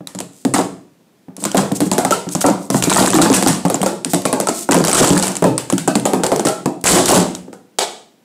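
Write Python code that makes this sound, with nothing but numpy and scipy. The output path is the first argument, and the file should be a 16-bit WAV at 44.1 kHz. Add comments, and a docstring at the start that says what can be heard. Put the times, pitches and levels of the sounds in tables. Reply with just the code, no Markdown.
"""A small room with a mat on a wooden table: plastic cups are stacked into pyramids and swept down at speed.
Rims click as short noise cracks with a ping; cups knock and the table thumps as damped modes.
Nesting cups rattle with a hollow note falling in pitch, sliding walls hiss in grains, one hand clap ends the run.
Decaying noise echoes form the room; a close mono microphone with a fast limiter picks it up."""
import sys
import numpy as np
from scipy import signal
from scipy.fft import rfft, irfft, next_fast_len
from scipy.io import wavfile
from scipy.ndimage import uniform_filter1d, minimum_filter1d

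SR = 44100
rng = np.random.default_rng(int(sys.argv[2]) if len(sys.argv) > 2 else 0)


def digitize_waveform(pressure):
    """Quantize a signal to 16-bit integers and store it at the path in sys.argv[1].

    Rows of a 2-D input are taken as channels; values are limited to [-1, 1].
    """
    field = np.atleast_2d(pressure).T
    bounded = np.clip(field, -1, 1)
    quanta = np.round(bounded * 32767).astype(np.int16)
    wavfile.write(sys.argv[1], SR, quanta)


N = 363384
TOP_HZ = 15600  # band limit
TIME_S = np.arange(N) / SR
HIT_S = np.arange(SR // 5) / SR  # time since a blow
TICK_S = HIT_S[:SR // 25]


def amp(db):
    """Decibels to linear amplitude."""
    return 10 ** (np.asarray(db) / 20)


def unit(x, size=None):
    """Scale to rms 1 over the first size samples."""
    return x / np.sqrt(np.mean(x[:size] ** 2) + 1e-20)


def along(points, hz):
    """Interpolate (Hz, value) points on a log frequency axis."""
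    point_hz, value = np.transpose(points)
    return np.interp(np.log(hz + 1), np.log(point_hz), value)


def add(track, start_s, sound):
    """Mix a sound into a track."""
    start = max(round(start_s * SR), 0)
    part = track[start:start + len(sound)]
    part += sound[:len(part)]


def colour(x, spectrum, size=4096):
    """Causal minimum-phase filter of unit energy with the given spectrum."""
    gain = amp(along(spectrum, np.fft.rfftfreq(size, 1 / SR)))
    cepstrum = irfft(np.log(gain))
    # fold onto positive time
    cepstrum[1:size // 2] *= 2
    cepstrum[size // 2 + 1:] = 0
    kernel = irfft(np.exp(rfft(cepstrum)))
    return signal.oaconvolve(x, kernel / np.linalg.norm(kernel))[:len(x)]


def ring(modes, t, scale, detune, scatter_db, attack_s):
    """Damped modes; where the blow lands sets their strengths and signs, the grip shifts their pitch."""
    hz, db, t60_s = np.transpose(modes)[:, :, None]
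    shift, strength, side = rng.standard_normal((3, len(modes), 1))
    mode_hz = hz * scale * np.exp(detune * shift)
    waves = np.sign(side) * np.sin(2 * np.pi * mode_hz * t)
    level_db = db + scatter_db * strength - 60 * t / t60_s
    return (amp(level_db) * waves).sum(0) * (1 - np.exp(-t / attack_s))


def burst(t60_s, ripple_db, attack_s=0.00062):
    """The brief noise of a contact between yielding things; each spot favours its own broad bands."""
    size = 2 * len(TICK_S)
    envelope = amp(-60 * TICK_S / t60_s) * (1 - np.exp(-TICK_S / attack_s))
    spectrum = rfft(rng.standard_normal(len(TICK_S)) * envelope, size)
    band_hz = np.geomspace(500, 16000, 18)
    bands = np.c_[band_hz, ripple_db * rng.standard_normal(len(band_hz))]
    gain = amp(along(bands, np.fft.rfftfreq(size, 1 / SR)))
    # keep the phases, replace the magnitudes
    noise = irfft(spectrum / np.abs(spectrum) * gain)[:len(TICK_S)]
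    return unit(noise, size=SR // 333)


# background air spectrum: (freq_hz, level_db)
AIR_SPECTRUM = [(40, -20), (100, -6), (190, 8), (500, -2), (1200, -13), (8000, -21), (15000, -25)]


def air():
    """Steady, low-pitched background noise."""
    return amp(-57) * colour(rng.standard_normal(N), AIR_SPECTRUM)


# room tail spectrum: (freq_hz, level_db)
ROOM_SPECTRUM = [(60, 5), (180, 5), (400, 5), (800, 7), (2200, 6.5), (5000, 4), (8000, 2), (14000, 5)]
# room decay: (freq_hz, t60_s)
ROOM_DECAY = [(180, .65), (500, .44), (1500, .4), (3000, .44), (8000, .41), (14000, .3)]


def room(x, build_s, walls_s, walls_db):
    """Strong wall echoes, then a diffuse tail, its noise drawn anew every 0.2 s."""
    out, size = np.zeros(N), SR // 5
    for start in range(0, N, size):
        hz, t, noise = signal.stft(rng.standard_normal(SR * 3 // 4), SR, nperseg=256)
        colour_db = along(ROOM_SPECTRUM, hz)[:, None]
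        decay_db = 60 * t / along(ROOM_DECAY, hz)[:, None]
        early_db = walls_db * np.exp(-(t / walls_s) ** 4)
        gain = amp(colour_db - decay_db + early_db) * (1 - np.exp(-t / build_s))
        tail = signal.istft(noise * gain, SR, nperseg=256)[1]
        echo = signal.fftconvolve(x[start:start + size], tail / np.linalg.norm(tail))
        add(out, start / SR, echo)
    return out


# hand clap, palms then fingers: (start_s, level_db)
CLAP_SLAPS = [(7.786, -11), (7.7902, -14.5)]
# cupped-palm spectrum: (freq_hz, level_db)
PALM_SPECTRUM = [(120, -14), (300, -2), (560, 11), (900, 6), (1700, -2), (2700, -4), (3400, 3), (4500, -4),
                 (5600, -5), (7700, 1), (10500, -6), (13000, -19)]


def clap():
    """Two quick slaps with the hollow note of cupped palms."""
    out = np.zeros(N)
    for start_s, level_db in CLAP_SLAPS:
        add(out, start_s, amp(level_db) * burst(t60_s=0.016, ripple_db=3.5))
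    return colour(out, PALM_SPECTRUM)


# cup walls sliding on each other: (start_s, end_s, level_db)
WALL_SLIDES = [(0.317, 0.452, -50.5), (1.392, 1.444, -35.5), (1.748, 1.778, -27), (1.85, 1.88, -31),
               (2.31, 2.343, -28), (2.406, 2.431, -19.5), (2.58, 2.686, -44.5), (2.724, 2.812, -27),
               (4.089, 4.131, -29), (4.522, 4.652, -29), (6.811, 6.818, -38.5)]
# rubbing spectrum: (freq_hz, level_db)
RUB_SPECTRUM = [(300, -11), (1500, -15), (5500, -0.5), (8200, 7.5), (11000, -3), (15000, -9.5)]


def slides(grain_db=3):
    """Matt plastic hisses in fine grains as one cup slips over another."""
    stroke = np.zeros(N)
    for start_s, end_s, level_db in WALL_SLIDES:
        progress = np.clip((TIME_S - start_s) / (end_s - start_s), 0, 1)
        stroke += amp(level_db) * np.sqrt(np.abs(np.sin(np.pi * progress)))
    flutter = unit(uniform_filter1d(rng.standard_normal(N), size=90))
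    grains = unit(amp(grain_db * flutter) * rng.standard_normal(N))
    return stroke * colour(grains, RUB_SPECTRUM)


# rim crack spectrum: (freq_hz, level_db)
CRACK_SPECTRUM = [(150, -3.5), (900, -2.5), (2200, -9), (4000, -5.5), (6000, -4.5), (7900, 2.5),
                  (10000, -4), (12500, -14), (15000, -19.5)]
# struck spot of the wall: its pitch differs from tap to tap
PING_HZ, PING_SPREAD, PING_T60_S, PING_DB = 2500, 0.5, 0.016, -15


def rim_clicks(rows, ripple_db):
    """Thin rims give a dry crack with a very short ping, and chatter once as they settle."""
    cracks, pings = np.zeros((2, N))
    for start_s, level_db in rows:
        add(cracks, start_s, amp(level_db) * burst(0.008, ripple_db))
        chatter_s = 0.0037 * np.exp(0.5 * rng.standard_normal())
        add(cracks, start_s + chatter_s, amp(level_db - 13) * burst(0.0085, ripple_db))
        ping_hz = min(PING_HZ * np.exp(PING_SPREAD * rng.standard_normal()), TOP_HZ)
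        mode = [(ping_hz, PING_DB, PING_T60_S)]
        ping = ring(mode, TICK_S, 1, detune=0, scatter_db=5, attack_s=0.0002)
        add(pings, start_s, amp(level_db) * ping)
    return colour(cracks, CRACK_SPECTRUM) + pings


# table top modes: (freq_hz, level_db, t60_s)
TABLE_MODES = [(123, -13, 0.26), (178.3, -2, 0.14), (189.7, 3.5, 0.14), (244.5, -5.5, 0.11), (269, 0, 0.14),
               (300, 3.5, 0.096), (355, -3.5, 0.11)]
# cup body modes: (pitch_multiple, level_db, t60_s)
CUP_MODES = [(.72, -1, 0.025), (.87, -1.5, 0.029), (1, 0.5, 0.031), (1.22, -2, 0.03), (1.5, -6.5, 0.043),
             (1.9, -4, 0.016), (2.7, -9, 0.014), (4, -22.5, 0.03)]
# clack spectrum: (freq_hz, level_db)
CLACK_SPECTRUM = [(100, -22.5), (350, 10.5), (800, 5.5), (1400, -7), (2400, -15), (5000, -28.5)]


def landings(rows):
    """A landing cup gives a clack and a hollow knock and, through the soft mat, thumps the table."""
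    tones, clacks = np.zeros((2, N))
    for start_s, thump_db, knock_db, pitch_hz in rows:
        table = ring(TABLE_MODES, HIT_S, 1, detune=0.058, scatter_db=4.0, attack_s=0.0025)
        cup = ring(CUP_MODES, HIT_S[:SR // 10], pitch_hz, detune=0.061, scatter_db=3.0, attack_s=0.0011)
        add(tones, start_s, amp(thump_db) * unit(table, size=SR // 60))
        add(tones, start_s, amp(knock_db) * unit(cup, size=SR // 83))
        add(clacks, start_s, amp(knock_db) * burst(t60_s=0.033, ripple_db=2.0))
    return tones + colour(clacks, CLACK_SPECTRUM)


# a hand or a held stack meets the mat: (start_s, level_db)
MAT_THUMPS = [(0.006, -33.5), (1.283, -34.5), (1.38, -34.5), (1.422, -28.5), (1.715, -17), (1.814, -12),
              (1.865, -21), (2.268, -24.5), (2.873, -14.5), (3.073, -21.5), (3.804, -20), (4.055, -24.5),
              (4.804, -16), (6.198, -22.5), (7.48, -34.5)]
THUMP_KNOCK_DB, THUMP_HZ = -6.5, 432  # cup knock relative to the thump, its pitch; the grip damps the cup


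def thumps():
    """Hands and gripped stacks land softly: mostly the table answers."""
    return landings([(start_s, level_db, level_db + THUMP_KNOCK_DB, THUMP_HZ)
                     for start_s, level_db in MAT_THUMPS])


# top cup set down on a pyramid: (start_s, level_db)
CROWN_CUPS = [(2.123, -9.5), (3.863, -20), (4.472, -14.5), (6.47, -12.5)]


def crowns(pitch_hz=1331.55, t60_s=0.061):
    """Standing on two others, the top cup is free to ring hollow."""
    out = np.zeros(N)
    for start_s, level_db in CROWN_CUPS:
        note = ring([(pitch_hz, 0, t60_s)], HIT_S, 1, detune=0.012, scatter_db=2.5, attack_s=0.00029)
        add(out, start_s, amp(level_db) * note)
    return out


def contacts(rate_per_s, scatter_db, count):
    """Unevenly spaced contacts of one nesting cup: time since its start in s, strength in dB."""
    slot, force = rng.standard_normal((2, count))
    return np.abs(np.arange(count) + 0.3 + 0.4 * slot) / rate_per_s, scatter_db * force


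# cups drop into one another: (start_s, slide_home_s, rim_chatter_db, body_knock_db)
NESTINGS = [(0.54, 0.031, -22, -18), (1.572, 0.031, -37, -18.5), (2.449, 0.042, -33, -32.5),
            (2.9, 0.025, -17, -21.5), (2.945, 0.049, -8, -11.5), (3.041, .05, -16.5, -23.5),
            (3.13, 0.045, -21.5, -16.5), (3.216, 0.032, -38.5, -16.5), (3.315, 0.055, -17, -22),
            (3.47, 0.037, -18.5, -30), (4.705, 0.048, -12.5, -17.5), (4.84, 0.044, -16.5, -22),
            (4.926, 0.068, -6.5, -11), (5.03, 0.071, -13.5, -16.5), (5.15, 0.038, -23, -22.5),
            (5.228, 0.039, -20, -26.5), (6.853, 0.074, -3, -7.5), (7.078, .045, -2, -7.5)]
CHATTER_PER_S, BUMPS_PER_S = 100, 52  # contacts of the rims and of the bodies
SWELL_DB, SETTLE_DB_PER_S = 6, 309.5  # knocks grow as the cup sinks; all dies away once it is home
SHALLOW_HZ, HOME_HZ = 1168, 601.5  # the hollow note falls as the cup sinks
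TABLE_HOME_DB, TABLE_SWELL_DB = -2, 11  # relative to the knock; the table shakes as the cup bottoms out


def rattle(ripple_db):
    """Rims chatter while a cup slides home; its knocks swell and fall in pitch, then the stack settles."""
    taps, bumps = [], []
    for start_s, slide_s, rim_db, body_db in NESTINGS:
        t, force_db = contacts(CHATTER_PER_S, scatter_db=4.5, count=15)
        settle_db = SETTLE_DB_PER_S * np.maximum(t - slide_s, 0)
        taps += zip(start_s + t, rim_db + force_db - settle_db)

        t, force_db = contacts(BUMPS_PER_S, scatter_db=4, count=7)
        to_go = np.maximum(1 - t / slide_s, 0)
        settle_db = SETTLE_DB_PER_S * np.maximum(t - slide_s, 0)
        knock_db = body_db + force_db - SWELL_DB * to_go - settle_db
        thump_db = knock_db + TABLE_HOME_DB - TABLE_SWELL_DB * to_go
        pitch_scatter = np.exp(0.2496 * rng.standard_normal(len(t)))
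        pitch_hz = HOME_HZ * (SHALLOW_HZ / HOME_HZ) ** to_go * pitch_scatter
        bumps += zip(start_s + t, thump_db, knock_db, pitch_hz)
    return rim_clicks(taps, ripple_db) + landings(bumps)


# single loud clicks: cup rims, among nestings and landings too, and at 7.35 s a hand stopping the timer:
# (start_s, level_db)
SINGLE_CLICKS = [(0.072, -23.5), (0.188, -25.5), (1.366, -29.5), (1.439, -18.5), (1.516, -22.5),
                 (1.719, -25), (2.122, -11.5), (2.289, -23.5), (2.414, -15.5), (2.463, -9.5), (2.824, -8),
                 (2.838, -6), (2.897, -5.5), (3.341, 0.5), (3.473, -2.5), (3.682, -29), (3.816, -17.5),
                 (4.047, -16), (4.219, -27.5), (4.84, -17), (4.881, -6.5), (4.969, 3), (5.177, -9.5),
                 (5.225, -3.5), (5.354, -21.5), (5.367, -19.5), (5.579, -10.5), (5.78, -11.5),
                 (5.998, -25.5), (6.265, -15.5), (6.361, -17), (6.485, -14), (6.84, -6), (7.057, -4.5),
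                 (7.35, -24.5)]


def single_clicks(ripple_db):
    """Single loud clicks: cup rims, among nestings and landings too, and a hand stopping the timer."""
    return rim_clicks(SINGLE_CLICKS, ripple_db)


# a cup is set down: (start_s, table_thump_db, cup_knock_db, cup_pitch_hz, rim_click_db)
CUP_PLACINGS = [(0.149, -30.5, -35.5, 383, -31.5), (0.203, -32.5, -33, 610, -23),
                (0.45, -13, -20.5, 466, -20), (0.538, -15.5, -20, 754, -6), (1.452, -23, -25, 784, -13.5),
                (1.546, -16.5, -9.5, 513, -18), (1.57, -14.5, -24.5, 730, -5.5),
                (1.804, -24, -20.5, 417, -12.5), (1.915, -17.5, -16.5, 646, -11),
                (1.981, -18, -11.5, 540, -9.5), (2.049, -20.5, -17, 783, -12.5),
                (2.108, -22, -12, 574, -6.5), (2.35, -18.5, -21, 495, -15), (2.442, -11, -6, 712, -21),
                (2.485, -15, -14, 453, -31.5), (2.702, -17.5, -19.5, 526, -15.5),
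                (2.744, -13.5, -16, 700, -22), (3.142, -7.5, -23.5, 448, -6), (3.216, -15, -22.5, 610, 0),
                (3.3, -12, -15, 460, -16.5), (3.425, -19, -18, 660, -12), (3.462, -9, -11.5, 713, -13.5),
                (3.651, -13.5, -14.5, 555, -20), (3.7, -24, -18.5, 461, -14), (3.743, -21.5, -22, 712, -16),
                (3.83, -24.5, -14, 594, -16), (3.861, -24.5, -12.5, 582, -10), (4.134, -16, -18, 740, -7.5),
                (4.253, -18, -12.5, 685, -10.5), (4.328, -17, -12.5, 592, -14),
                (4.401, -23.5, -19, 590, -13.5), (4.471, -49, -22.5, 695, -17),
                (4.486, -25.5, -15.5, 499, -12), (4.689, -16.5, -15.5, 776, -23.5),
                (4.749, -11, -10, 528, -24.5), (5.104, -6.5, -16, 538, -15.5),
                (5.423, -16.5, -12.5, 450, -25), (5.441, -8.5, -5.5, 640, -11), (5.7, -39, -27, 876, -18),
                (5.725, -13, -22, 407, -18), (5.876, -16.5, -12.5, 603, -11.5),
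                (5.954, -13.5, -16.5, 450, -13), (6.054, -20, -12, 660, -10.5),
                (6.134, -18.5, -9.5, 475, -15.5), (6.235, -21.5, -10, 546, -10.5),
                (6.318, -17.5, -9.5, 497, -14.5), (6.395, -24.5, -20, 560, -19),
                (6.451, -21, -14.5, 595, -10.5), (6.469, -22.5, -13.5, 621, -10.5),
                (6.658, -16.5, -15.5, 609, -21.5), (7.529, -45, -35, 534, -35)]
ROCK_S, ROCK_SPREAD, ROCK_DB = 0.0078, 0.38, -9  # the far side of a tilted rim touches later and softer


def placings(ripple_db):
    """A cup set down knocks, clicks with one side of its rim and rocks onto the other."""
    start_s, thump_db, knock_db, pitch_hz, rim_db = np.transpose(CUP_PLACINGS)
    rock_s = ROCK_S * np.exp(ROCK_SPREAD * rng.standard_normal(len(start_s)))
    taps = [*zip(start_s, rim_db), *zip(start_s + rock_s, rim_db + ROCK_DB)]
    return landings(zip(start_s, thump_db, knock_db, pitch_hz)) + rim_clicks(taps, ripple_db)


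def cups(ripple_db):
    """All cup sounds; ripple_db is how unevenly the rims radiate over frequency."""
    touches = slides() + thumps() + crowns()
    return touches + rattle(ripple_db) + single_clicks(ripple_db) + placings(ripple_db)


def scene():
    """The cups are close and fairly dry; the clap is farther back and fills the room."""
    # a cup beams each band its own way: the microphone hears one direction, the room the even sum of all
    beamed, spread = cups(ripple_db=6), cups(ripple_db=1)
    hands = clap()
    cup_echo = amp(-7) * room(spread, build_s=0.0046, walls_s=0.039, walls_db=1.5)
    clap_echo = room(hands, build_s=0.066, walls_s=0.055, walls_db=10.5)
    mono = beamed + hands + cup_echo + clap_echo + air()
    return np.array([mono, mono])


def record(dry, drive_db=2.57, ceiling=0.8, hold_s=0.0026, low_cut_hz=100):
    """The microphone sheds deep bass, a fast limiter holds peaks down, nothing passes above the band limit."""
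    low_cut = signal.butter(2, low_cut_hz, "highpass", fs=SR, output="sos")
    x = amp(drive_db) * signal.sosfilt(low_cut, dry)
    size = max(int(hold_s * SR), 2)
    needed_gain = np.minimum(1, ceiling / (np.abs(x) + 1e-9))
    x = x * uniform_filter1d(minimum_filter1d(needed_gain, size), size)
    padded = next_fast_len(N + SR // 4)
    passed = np.fft.rfftfreq(padded, 1 / SR) < TOP_HZ
    return irfft(rfft(x, padded) * passed, padded)[:, :N]


dry = scene()
out = record(dry)
digitize_waveform(out)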